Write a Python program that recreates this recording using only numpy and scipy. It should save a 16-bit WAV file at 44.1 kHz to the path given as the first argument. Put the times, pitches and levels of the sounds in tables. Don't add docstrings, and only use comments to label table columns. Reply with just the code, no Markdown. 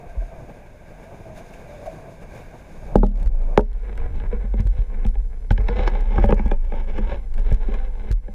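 import sys
import numpy as np
from scipy import signal
from scipy.fft import rfft, irfft, next_fast_len
from scipy.io import wavfile
from scipy.ndimage import uniform_filter1d, minimum_filter1d, map_coordinates

SR = 44100
rng = np.random.default_rng(int(sys.argv[2]) if len(sys.argv) > 2 else 0)


def generate_wav(signal):
    frames = np.transpose(np.atleast_2d(signal))
    scaled = np.clip(frames, -1, 1) * 32767
    pcm = np.round(scaled).astype(np.int16)
    wavfile.write(sys.argv[1], SR, pcm)


N = 367794
TIME = np.arange(N) / SR

# t/s, wash/dB, fizz/dB, rumble/dB
WATER_FLOW = [(0, -46.5, -70, -44), (.25, -46, -69, -37.5), (.68, -50, -71, -42.5), (1.28, -47, -67, -40),
              (1.55, -45.5, -65.5, -41), (1.87, -42.5, -63.5, -39.5), (2.15, -45, -70, -44.5),
              (2.38, -45, -67, -39), (2.68, -47.5, -66, -39.5), (2.92, -38.5, -68, -32),
              (3.3, -48, -79.5, -23), (3.55, -39.5, -71.5, -37), (3.9, -41.5, -88.5, -35.5)]
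# t/s, half length/s, wash swell/dB, swish swell/dB
SWIRLS = [(0.102, 0.013, -3, 2.5), (0.403, 0.066, 4.5, 1.5), (0.502, 0.017, 7.5, 4.5),
          (0.666, 0.013, 2.5, 2), (0.902, 0.043, 3.5, 3.5), (1.038, 0.014, 4, 3.5), (1.152, 0.028, 5, 1.5),
          (1.311, 0.037, 5, 0), (1.383, 0.027, 5, 9), (1.541, 0.011, 0, 6.5), (1.866, 0.0083, 5, 6),
          (2.227, 0.016, 5, 5.5), (2.377, 0.066, 4.5, 6), (3.22, 0.034, 6.5, 10)]
# f/Hz, level/dB
RUMBLE_SPECTRUM = [(8, 1), (16, 11.5), (30, 11), (50, 5.5), (70, 1.5), (120, -12.5), (180, -15.5),
                   (300, -21), (600, -88.5)]
WASH_SPECTRUM = [(70, -4.5), (110, 3.5), (175, 2.5), (280, -6.5), (440, -5), (590, -2.5), (700, -4.5),
                 (810, -9.5), (950, -13), (1250, -20.5), (1800, -57.5)]
SWISH_SPECTRUM = [(900, 6.5), (1300, -5.5), (1590, 8.5), (1790, -1.5), (2000, -1), (2270, 5.5),
                  (2600, -2.5), (3050, -11.5), (4500, -23.5)]
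FIZZ_SPECTRUM = [(2800, -17), (3600, 7), (4200, -1.5), (5000, 2), (5800, -1.5), (6600, 5.5), (7200, -1.5),
                 (7900, -7), (9300, -3), (10100, -8.5), (11000, -2), (12200, -16), (15500, -14)]
# t/s, f/Hz, level/dB
HOLLOW_NOTES = [(0, 700, -54), (.08, 688, -47), (.35, 667, -46), (.47, 606, -50), (.58, 575, -59.5),
                (.85, 600, -57), (1.15, 687, -50), (1.37, 650, -49.5), (1.48, 680, -55.5),
                (1.75, 587, -44.5), (1.9, 606, -48), (2.06, 678, -46.5), (2.2, 597.3, -60), (2.9, 594, -55),
                (3.5, 505, -54.5)]
# t/s, rise/s, f/Hz, glide/(Hz per s), width/Hz, level/dB
HOUSING_SQUEAKS = [(0.069, 0.022, 1566, 0, 35, -54.5), (.21, 0.0097, 677, 0, 40, -38),
                   (0.199, 0.016, 1595, 0, 50, -55), (0.479, 0.016, 1620, -3, 50, -67),
                   (.87, 0.017, 1620, 0, 50, -63), (3.032, 0.011, 3880, -9000, 420, -61),
                   (3.561, .007, 1740, -3, 91.4, -43)]
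# t/s, swing/dB, punch/dB
JOLTS = [(0.172, -11.5, -44), (2.957, -4, -7), (3.25, -10, -43), (3.272, -22.5, -20), (3.577, -3.5, -11.5),
         (4.598, -9.5, -9), (4.654, -9.5, -14.5), (4.786, -9, -16), (5.055, -9, -17), (5.508, -5, -4.5),
         (5.589, -6.5, -16), (5.795, -13.5, -29), (6.183, -7, -12), (6.244, -12, -10), (6.327, -14, -26),
         (6.451, -9, -24), (6.996, -14.5, -49), (7.519, -4, -10.5), (8.108, -6.5, -12)]
# t/s, first f/Hz, second f/Hz
SWAY_NOTES = [(3.14, 35.58, 41.96), (3.28, 27.48, 43.1), (4.05, 27.9, 46.3), (4.75, 29.95, 45.94),
              (5.35, 25.63, 43.52), (5.65, 35.26, 43.78), (6.15, 33.55, 46.77), (6.3, 32.06, 54.6),
              (6.6, 24.89, 52.3), (7.2, 23.67, 52.23), (7.35, 24.54, 43.7), (8.3, 24.88, 45.4)]
# t/s, level/dB
FIRST_SWAY = [(2.7, -73), (2.97, -19.5), (3.42, -17), (3.8, -25), (4.03, -40), (4.3, -23.5), (4.65, -29),
              (4.9, -22), (5.08, -17.5), (5.42, -28), (5.9, -17.5), (6.2, -16.5), (6.75, -19.5),
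              (7.05, -20), (7.22, -31), (7.38, -15), (7.85, -21), (8.34, -31.5)]
SECOND_SWAY = [(2.7, -62), (3.0, -24), (3.42, -40), (3.65, -27), (4.2, -32.5), (4.62, -16.5), (5.0, -39),
               (5.2, -17.5), (5.38, -41.5), (5.7, -22), (6.1, -27.5), (6.28, -17.5), (6.55, -33),
               (7.25, -32.5), (7.52, -22), (7.9, -29), (8.34, -40.5)]
# f/Hz, level hanging free/dB, level gripped/dB, time to fade 60 dB/s
MOUNT_NOTES = [(198, 6, -4.5, 0.28), (211.5, -6, 7.5, 0.21), (236.7, 7, -3.5, 0.28), (297.4, 4, -5, 0.16),
               (344, -12, -2.5, 0.12), (420, -6, 1, 0.12), (500, -4, -3, 0.15), (570, -1.5, 4.5, 0.14),
               (618, 2.5, -3.5, 0.12), (785, 8.5, 5.5, 0.082), (826, 16.5, 7, 0.035), (875, -1, -1, 0.054),
               (936, -17, 5.5, 0.095), (1072, -19, -2, 0.069), (1254, 2, 0.5, 0.065),
               (1540, -13, -9, 0.055), (1646, 13, 3, 0.052), (2250, -5.5, 6, 0.029)]
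# t/s, level/dB, boom/dB, clack/dB, hard edge/dB, distance along the pole/m,
# note favoured by the contact point f/Hz, its boost/dB
ICE_KNOCKS = [(2.9555, -8, -0.5, -7.5, -32, 0.15, 416, -26), (3.031, -19, -0.5, -4.5, -24, 0.18, 607, 1),
              (3.5755, -2, -7.5, -4.5, -14.5, 0.418, 420, -2.5),
              (3.592, -18.5, -11.5, -0.5, -19, 0.39, 612, 3), (3.976, -47, -9, -12, 4.5, 0.8, 444, 8),
              (4.199, -52, 8, 4, 7.5, 0.61, 837, 10), (4.325, -29, -4.5, -18, -29, 0.51, 479, 26),
              (4.433, -49, 14.5, -19, -27, 0.71, 500, 2), (4.537, -32.5, 2, -8.5, -18, 0.45, 425, 0),
              (4.592, -41, 10, -5, -7, 0.68, 500, 1), (4.663, -41.5, -12, -9.5, -21, 0.45, 504, -1),
              (5.048, -34, 5, -9, -10.5, 0.57, 490, 1), (5.152, -45, -13, -0.5, -5, 0.68, 794, -3),
              (5.505, -29, 4, 2, 2, 0.94, 813, -8), (5.576, -38.5, 6, -1, 3.5, 0.93, 430, 7),
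              (5.683, -31, 1, 2, 0.5, 1, 493, -6), (5.789, -25, -8, -8, -12, 0.99, 502, 14),
              (5.8736, -29.5, -8.5, 8, 3, 0.78, 780, 3), (6.179, -24.5, 0.5, 0.5, -16, 0.6, 341, 18),
              (6.239, -20, 0.5, -2.5, -12, 0.55, 570, 8), (6.289, -20.5, -3.5, -9, -16, 0.54, 337, 17),
              (6.306, -28, 1, 0, -8, 0.547, 584, 1), (6.324, -15, -2.5, -4.5, -12, 0.52, 570, -14),
              (6.392, -35, 9.5, 2, -2.5, 0.53, 341, 17), (6.453, -35.5, 9, -3, -25, 0.74, 877, 4),
              (6.477, -43, -2, -7, -11, 0.58, 536.5, 9), (6.512, -25, -6.5, -2.5, -8, 1, 567, -10),
              (6.72, -33, -3, -6, -9.5, 0.4, 440, -4), (6.736, -33, -6, -4.5, -12, 0.5, 434, 2),
              (6.982, -28, -2.5, -7, -11, 1, 491, 7), (6.998, -43, 8, -7, -13, 0.46, 414, -3),
              (7.117, -34.5, 1.5, 1.5, -6, 0.44, 564, 17), (7.513, -32.5, 3.5, -14, -8, 0.84, 433, 6),
              (7.682, -34, 4.5, -27, -33, 0.49, 411.4, 27), (7.74, -38.5, -6, -22, -1, 0.55, 487, 11),
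              (8.105, -38, -11, -20, -10, 0.57, 490, -3), (8.28, -40, 0.5, -11, -11.5, 1, 492, -6)]
# f/Hz, level/dB
KNOCK_BANDS = [
    [(45, -51), (110, 2), (160, 0.5), (215, 2.5), (310, -15), (1800, -87)],
    [(70, -57.5), (310, 1.5), (410, 9.5), (510, 4), (2800, -101)],
    [(130, -46.5), (470, 9), (580, 5), (720, -4.5), (3800, -100.5)],
    [(200, -48), (690, -1), (840, 6), (1050, -4.5), (1400, -6), (7000, -86.5)],
    [(400, -27.5), (1400, 5.5), (1650, 9.5), (1900, 9.5), (2300, 3), (3500, -6), (4400, -12.5), (6800, -22),
     (8500, -60.5), (15000, -58.5)],
]
# f/Hz, width/Hz, level/dB
MOUNT_NOTCHES = [(692, 68, -7), (1180, 53, -1.5), (1386, 85, -5.5), (1890, 99, -11.5), (2457, 33, -8),
                 (2780, 100, -6), (4200, 130, -6.5), (4730, 330, -5)]
# t/s, level/dB
CLICKS = [(2.957, -24.5), (2.966, -37), (2.984, -39), (3.049, -46.5), (3.065, -41.5), (3.09, -51),
          (3.115, -53), (3.157, -46), (3.174, -47.5), (3.198, -47), (3.229, -40.5), (3.260, -39),
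          (3.274, -37.5), (3.37, -58), (3.388, -51), (3.418, -50.5), (3.443, -56), (3.577, -19.5),
          (3.594, -36.5), (3.597, -38), (3.609, -36), (3.632, -49), (3.658, -60), (3.714, -54), (3.78, -52),
          (3.976, -41), (4.158, -47), (4.604, -35.5), (4.659, -50), (4.671, -38.5), (5.048, -46.5),
          (5.065, -35), (5.085, -42.5), (5.108, -56), (5.515, -32), (5.522, -37), (5.613, -44),
          (5.683, -38), (5.768, -49), (5.877, -37), (5.9, -45), (6.007, -40.5), (6.179, -44.5),
          (6.2, -43.5), (6.246, -36), (6.258, -38), (6.288, -43), (6.307, -38), (6.343, -39.5), (6.46, -42),
          (6.479, -44), (6.513, -38.5), (6.648, -49), (6.983, -47), (7.34, -40.5), (7.38, -44),
          (7.397, -42.5), (7.509, -41), (7.525, -34), (7.544, -36.5), (7.627, -52.5), (7.741, -40.5),
          (8.114, -31.5), (8.125, -34)]
# f/Hz, level/dB
CLICK_SPECTRUM = [(500, -23.5), (1300, 11.5), (3500, 1.5), (6000, -3), (9000, -7.5), (15000, -16)]
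# t/s, level/dB
BACKGROUND_DIPS = [(2.962, -13), (3.051, -6), (3.276, -4.5), (5.071, -1), (6.34, -1), (8.126, -9)]
# peak t/s, rise/s, fall/s, pressure/dB, sharpness/dB, singing f/Hz,
# singing/dB, chatter/dB
ICE_STROKES = [(3.89, 0.086, 0.071, -47.5, -3, 465, 1.5, -6), (3.992, 0.043, .13, -47, -3.5, 464, -0.5, 0),
               (4.061, 0.029, 0.045, -47.5, -5.5, 470, -1, -5), (4.164, 0.027, 0.084, -49, 3, 448, -13, 5),
               (4.258, 0.083, 0.023, -46, -10, 472, -3, 1), (4.33, 0.04, .085, -46, -6, 459, 3, -8),
               (4.44, 0.088, 0.045, -51.5, -5, 500, -10, -8), (4.586, 0.018, 0.04, -49, 2, 500, -4, -7),
               (4.79, 0.046, 0.049, -47.5, 4.5, 500, -18, -8), (4.94, 0.06, 0.099, -50, -7, 500, -8, -4),
               (5.03, 0.05, 0.051, -49, -8, 498, -7, -3), (5.329, 0.039, 0.038, -54.5, -8, 461, -15, -14),
               (5.62, 0.088, .08, -46, -11, 420, -11, 0), (5.719, .06, 0.04, -39.5, 0.5, 479, 6.5, 7),
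               (5.795, 0.063, 0.063, -35.5, 4.5, 500, -7, 5), (5.869, 0.039, 0.072, -38.5, 0, 480, -6, 6),
               (5.878, 0.0053, 0.01, -37, 5, 478, -10, 3), (5.961, 0.028, 0.07, -40, 1.5, 500, -9, 7),
               (6.17, 0.078, 0.058, -38.5, 4, 518, -6, 8), (6.237, 0.038, 0.032, -37.5, 2, 576, -3, -4),
               (6.304, 0.017, 0.022, -35, 3, 589, -4, -4), (6.385, 0.034, 0.079, -44, 5, 541, -2, 7),
               (6.487, 0.033, 0.057, -45.5, -1, 551, -8, 7), (6.514, 0.0071, 0.026, -50, 10.5, 580, 15, 12),
               (6.65, 0.023, 0.03, -51.5, 3.5, 552, -13, -1),
               (6.785, .075, 0.066, -47, 5.5, 542, -16, 11.5), (6.9, 0.047, 0.044, -45, 5, 548, -5, -2),
               (6.975, 0.052, .05, -43.5, 4.5, 512, -2, -3), (7.136, 0.12, .048, -40, 2.5, 539, -2, 4),
               (7.39, 0.042, 0.046, -52.5, 0, 427, -9, 0), (7.508, 0.093, 0.045, -45, 3, 431, -6, 3),
               (7.621, .03, 0.044, -48, 3.5, 458, 5.5, 9), (7.745, 0.099, 0.11, -43.5, 2.5, 508, -3.5, -7),
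               (8.075, 0.14, 0.067, -50, 3, 500, -18, 6.5)]
# f/Hz, level/dB
DRAG_SPECTRUM = [(110, -25.5), (165, -23), (210, 0), (290, -12.5), (380, 4), (480, 3.5), (590, -4),
                 (700, 5.5), (860, -20.5), (1080, -10.5), (1400, -57), (2000, -74)]
GRIT_SPECTRUM = [(900, -6.5), (1250, -1), (1430, 6), (1680, 3.5), (1950, 6.5), (2300, 0), (2700, -8),
                 (3300, -31.5), (8000, -67)]
RASP_SPECTRUM = [(2000, -28), (2650, 1), (3400, -1), (3950, 0.5), (4450, -0.5), (5500, 0), (6200, -13),
                 (6800, -5), (7500, -20), (15000, -33)]
# multiple of the singing pitch, level/dB
SINGING_NOTES = [(0.999, -6.5), (1.57, -10), (2.12, -19.5), (3.02, -21), (4.15, -17)]
# t/s, f/Hz
TREBLE_EDGE = [(3.64, 15000), (3.7, 4100), (5.45, 4140), (5.49, 5900), (5.69, 5960), (5.72, 4200),
               (5.86, 4200), (5.876, 7100), (5.9, 4200), (6.05, 4030), (6.2, 3580), (6.33, 3413),
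               (6.39, 2820), (6.46, 3520), (6.52, 3850), (6.98, 3600), (7.12, 4200), (8.3, 4200)]
# f/Hz, level/dB
STEREO_DIFFERENCE = [(25, -49), (100, -39.5), (500, -52), (1000, -41), (2000, -42), (4000, -19), (8000, -4),
                     (15000, -5.5)]
# f/Hz, level/dB
HISS_SPECTRUM = [(100, -7), (1500, -16), (3500, -3), (6000, -2), (11000, 0), (15500, -12)]
LATE_NOISE_SPECTRUM = [(60, 9.5), (180, -0.5), (700, -3), (1400, -8), (2800, -2.5), (5600, 1.5),
                       (11000, -3.5), (15000, -16)]

GRIP_STARTS_S, SCRAPE_STARTS_S, WASH_ENDS_S, LATE_NOISE_STARTS_S = 3.4, 3.6, 3.62, 3.8
WAVE_M_PER_S = 566


def amp(db):
    return 10 ** (np.asarray(db) / 20)


def unit(x):
    return x / np.sqrt(np.mean(x ** 2) + 1e-20)


def gain_at(spectrum, hz):
    f, db = np.transpose(spectrum)
    return amp(np.interp(np.log(hz + 1), np.log(f + 1), db))


def curves(rows):
    s, *columns = np.transpose(rows)
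    return [np.interp(TIME, s, column) for column in columns]


def wobble(rate):
    return map_coordinates(rng.standard_normal(int(N * rate / SR) + 4), [TIME * rate])


def after(s, fade_s=0.033):
    return np.clip((TIME - s) / fade_s + .5, 0, 1)


def struck(t, attack_s, t60):
    return (1 - np.exp(-t / attack_s)) * amp(-60 * t / t60)


def filtered(x, response):
    n = x.shape[-1]
    padded = next_fast_len(n + 8192)
    return irfft(rfft(x, padded) * response(np.fft.rfftfreq(padded, 1 / SR)), padded)[..., :n]


def coloured(x, spectrum):
    return unit(filtered(x, lambda hz: gain_at(spectrum, hz)))


def noise(spectrum, shape=N):
    return coloured(rng.standard_normal(shape), spectrum)


def causal(gain):
    cepstrum = irfft(np.log(gain))
    half = cepstrum.shape[-1] // 2
    return np.exp(rfft(cepstrum * np.r_[1, np.full(half - 1, 2), np.zeros(half)]))


def resonate(x, hz, width_hz):
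    turn = np.exp(2j * np.pi * np.cumsum(hz) / SR)
    decay = np.exp(-np.pi * width_hz / SR)
    return unit((turn * signal.lfilter([1], np.poly([decay, decay]), x / turn)).real)


def add(track, s, sound):
    start = max(round(s * SR), 0)
    track[start:start + len(sound)] += sound[:N - start]


def water(wash_gain_db=1, swish_gain_db=-18.17, fizz_gain_db=2):
    wash_db, fizz_db, _ = curves(WATER_FLOW)
    swish_db = wash_db.mean() + 0.76 * (fizz_db - fizz_db.mean())
    swells = sum(np.outer([low, high], np.exp(-((TIME - s) / half) ** 2))
                 for s, half, low, high in SWIRLS)
    low_db, high_db = swells + 0.88 * wobble(11)
    wash = amp(wash_db + wash_gain_db + low_db + 2.26 * wobble(49)) * noise(WASH_SPECTRUM)
    swish = amp(swish_db + swish_gain_db + high_db) * noise(SWISH_SPECTRUM)
    fizz = amp(fizz_db + fizz_gain_db + 0.86 * high_db + 1.4 * wobble(21.2)) * noise(FIZZ_SPECTRUM)
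    return (wash + swish + fizz) * (1 - after(WASH_ENDS_S))


def rumble(pressure, stroke_gain_db=14, surge_db=2.5):
    flow = amp(curves(WATER_FLOW)[2])
    surge = amp(surge_db * wobble(4.4))
    return (flow + amp(stroke_gain_db) * pressure) * surge * noise(RUMBLE_SPECTRUM)


def hollow_ring(gain_db=-1, width_hz=60, wander_hz=12, unsteady_db=2):
    hz, db = curves(HOLLOW_NOTES)
    ring = resonate(rng.standard_normal(N), hz + wander_hz * wobble(12), width_hz)
    return amp(db + gain_db + unsteady_db * wobble(18)) * ring * (1 - after(WASH_ENDS_S))


def squeaks():
    out, t = np.zeros(N), np.arange(SR // 3) / SR
    for s, rise_s, hz, glide, width_hz, db in HOUSING_SQUEAKS:
        swell = t / rise_s * np.exp(1 - t / rise_s)
        tone = resonate(rng.standard_normal(len(t)), hz + glide * t, width_hz)
        add(out, s, amp(db) * swell * tone)
    return out


def thuds(start_hz=70, rest_hz=37, settle_s=0.013, punch_hz=88, swing_gain_db=1, punch_gain_db=2):
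    out, t = np.zeros(N), np.arange(SR // 2) / SR
    cycles = rest_hz * t + (start_hz - rest_hz) * settle_s * (1 - np.exp(-t / settle_s))
    swing = np.sin(2 * np.pi * cycles) * struck(t, attack_s=0.011, t60=0.3)
    punch = np.sin(2 * np.pi * punch_hz * t) * struck(t, attack_s=0.0034, t60=0.079)
    for s, swing_db, punch_db in JOLTS:
        add(out, s, -amp(swing_db + swing_gain_db) * swing - amp(punch_db + punch_gain_db) * punch)
    return out


def bubbles(start_s=1.858, length_s=0.018, count=7, hz=620, spread=0.17, db=-31):
    out, t = np.zeros(N), np.arange(SR // 4) / SR
    fade = amp(db) * struck(t, attack_s=0.00042, t60=0.12)
    for k, (jitter, detune) in enumerate(rng.uniform(-1.14, 1, (count, 2))):
        tone = np.sin(2 * np.pi * hz * (1 + spread * detune) * t)
        add(out, start_s + length_s * (k + 1 + jitter / 2) / count, fade * tone)
    return out


def sway(gain_db=-1, wander_hz=2.1, unsteady_db=0.7):
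    out = np.zeros(N)
    for hz, db in zip(curves(SWAY_NOTES), curves(FIRST_SWAY) + curves(SECOND_SWAY)):
        cycles = np.cumsum(hz + wander_hz * wobble(18)) / SR
        level = amp(db + gain_db - unsteady_db * wobble(9))
        out += level * np.sqrt(2) * np.sin(2 * np.pi * cycles)
    return out * np.interp(TIME, [2.6, 2.9], [0, 1])


def mount_ring(ring_db, strengths, gripped=True, grip_t60=0.41):
    t = np.arange(SR // 2) / SR
    notes = sum(share * amp((held_db if gripped else free_db) - 60 * t / t60) * np.cos(2 * np.pi * hz * t)
                for (hz, free_db, held_db, t60), share in zip(MOUNT_NOTES, strengths))
    return (t == 0) + amp(ring_db - gripped * 60 * t / grip_t60) * notes / SR


def knocks(gain_db=3, lead_s=0.00023, scuff_s=0.0032, scuff_db=-12, clean_db=-20, contact_width_hz=22):
    out, t, hz = np.zeros(N), np.arange(SR) / SR, np.fft.rfftfreq(SR, 1 / SR)
    band_filters = causal(np.array([gain_at(band, hz) for band in KNOCK_BANDS]))
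    scuff = amp(scuff_db) * 2 * t / scuff_s * np.exp(1 - 2 * t / scuff_s)
    damping = 1j * hz * contact_width_hz
    for s, db, boom_db, clack_db, edge_db, metres, contact_hz, contact_db in ICE_KNOCKS:
        contact = 1 + amp(contact_db) * damping / (contact_hz ** 2 - hz ** 2 + damping)
        travel = np.exp(-4j * np.pi * metres / WAVE_M_PER_S * np.sqrt(hz * 1000))
        glancing = 1 / (1 + amp(db - clean_db) ** 2)
        force = (t == 0) * (1 - glancing / 2) + glancing * scuff * rng.standard_normal(SR)
        strengths = rng.uniform(.8, 1.2, len(MOUNT_NOTES))
        ring = mount_ring(37 + 6 * glancing, strengths, gripped=s > GRIP_STARTS_S)
        bands = irfft(rfft(force) * rfft(ring, SR) * contact * travel * band_filters, SR)
        loudest = np.sqrt(uniform_filter1d(bands ** 2, size=220).max(axis=1))
        band_db = np.array([boom_db, 0, -2, clack_db, edge_db])
        add(out, s - lead_s, (amp(band_db + db + gain_db) / loudest) @ bands)
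    return out


def notched(x):
    hz = np.fft.rfftfreq(SR, 1 / SR)
    db = sum(depth * np.exp(-((hz - centre) / width) ** 2) for centre, width, depth in MOUNT_NOTCHES)
    return signal.fftconvolve(x, irfft(causal(amp(db))))[:N]


def clicks(attack_s=0.00009, t60=0.019, gain_db=-3.5, crackle_s=(3.0, 3.82), crackle_count=22):
    out, t = np.zeros(N), np.arange(SR // 20) / SR
    fade = amp(-60 * t / t60) * (1 - np.exp(-t / attack_s)) ** 2
    crackle = [(rng.uniform(*crackle_s), rng.normal(-56, 3)) for _ in range(crackle_count)]
    for s, db in list(CLICKS) + crackle:
        add(out, s, amp(db + gain_db) * fade * noise(CLICK_SPECTRUM, len(t)))
    return out


def dips(recovery_db_per_s=43.5):
    db = sum((TIME > s) * np.minimum(depth + recovery_db_per_s * (TIME - s), 0)
             for s, depth in BACKGROUND_DIPS)
    return uniform_filter1d(amp(db), size=180)


def strokes(resting_db=-62, edge_db=-11.5, roundness=1.25):
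    power = np.full((4, N), amp(resting_db) ** 2)
    for s, rise, fall, db, sharp_db, _, sing_db, chatter_db in ICE_STROKES:
        from_peak = np.maximum((s - TIME) / rise, (TIME - s) / fall)
        near = from_peak < 2
        shares_db = np.array([[0], [sharp_db], [sing_db], [chatter_db]])
        power[:, near] += amp(db + edge_db * from_peak[near] ** roundness + shares_db) ** 2
    return np.sqrt(power) * after(SCRAPE_STARTS_S)


def scrape(pressure, sharpness, singing, chatter, slips_per_s=500, usual_db=-49, chatter_hz=850):
    sizes = rng.standard_normal(N) * amp(2.5 * rng.standard_normal(N))
    slips = unit(sizes * (rng.random(N) < slips_per_s / SR))
    force = (slips + rng.standard_normal(N)) * amp(1.5 * wobble(70) + wobble(14))
    ring = mount_ring(ring_db=45.5, strengths=np.ones(len(MOUNT_NOTES)))
    shaken = signal.fftconvolve(force, ring)[:N]
    drag = amp(usual_db + 6) * (pressure / amp(usual_db)) ** 1.06 * coloured(shaken, DRAG_SPECTRUM)
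    grit = amp(-1) * pressure * coloured(shaken, GRIT_SPECTRUM)
    rasp = amp(-12) * sharpness * coloured(shaken, RASP_SPECTRUM)
    sing_hz = curves(ICE_STROKES)[4]
    notes = sum(amp(db + 6) * resonate(force, ratio * sing_hz, width_hz=42)
                for ratio, db in SINGING_NOTES)
    rattle = amp(-7.5) * chatter * resonate(force, chatter_hz + 22 * wobble(12), width_hz=105)
    return drag + grit + rasp + singing * notes + rattle


def muffled(x, depth_db=-11, slope_hz=90):
    hz, t, frames = signal.stft(x, SR, nperseg=256)
    edge_hz = np.interp(t, *np.transpose(TREBLE_EDGE))
    above = (1 + np.tanh((hz[:, None] - edge_hz) / slope_hz)) / 2
    return signal.istft(frames * amp(depth_db * above), SR, nperseg=256)[1][:N]


def scene(late_noise_db=-69.5, hiss_db=-76):
    pressure, sharpness, singing, chatter = strokes()
    dip = dips()
    on_ice = knocks() + dip * scrape(pressure, sharpness, singing, chatter)
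    handling = muffled(notched(on_ice)) + clicks() + thuds()
    sound = handling + sway() + bubbles() + squeaks()
    sound += dip * (rumble(pressure) + water() + hollow_ring())
    side = filtered(handling, lambda hz: 1j * gain_at(STEREO_DIFFERENCE, hz))
    late_noise = amp(late_noise_db) * after(LATE_NOISE_STARTS_S) * noise(LATE_NOISE_SPECTRUM, (2, N))
    hiss = amp(hiss_db) * noise(HISS_SPECTRUM, (2, N))
    return np.array([sound + side, sound - side]) + dip * (late_noise + hiss)


def record(dry, release_db_per_s=52, top_hz=15500):
    needed_db = -20 * np.log10(np.maximum(np.abs(dry).max(axis=0), 1))
    recovery = release_db_per_s * TIME
    held_db = np.minimum.accumulate(minimum_filter1d(needed_db, size=45) - recovery) + recovery
    limited = dry * amp(uniform_filter1d(held_db, size=45))
    return filtered(limited, lambda hz: hz < top_hz)


dry = scene()
out = record(dry)
generate_wav(out)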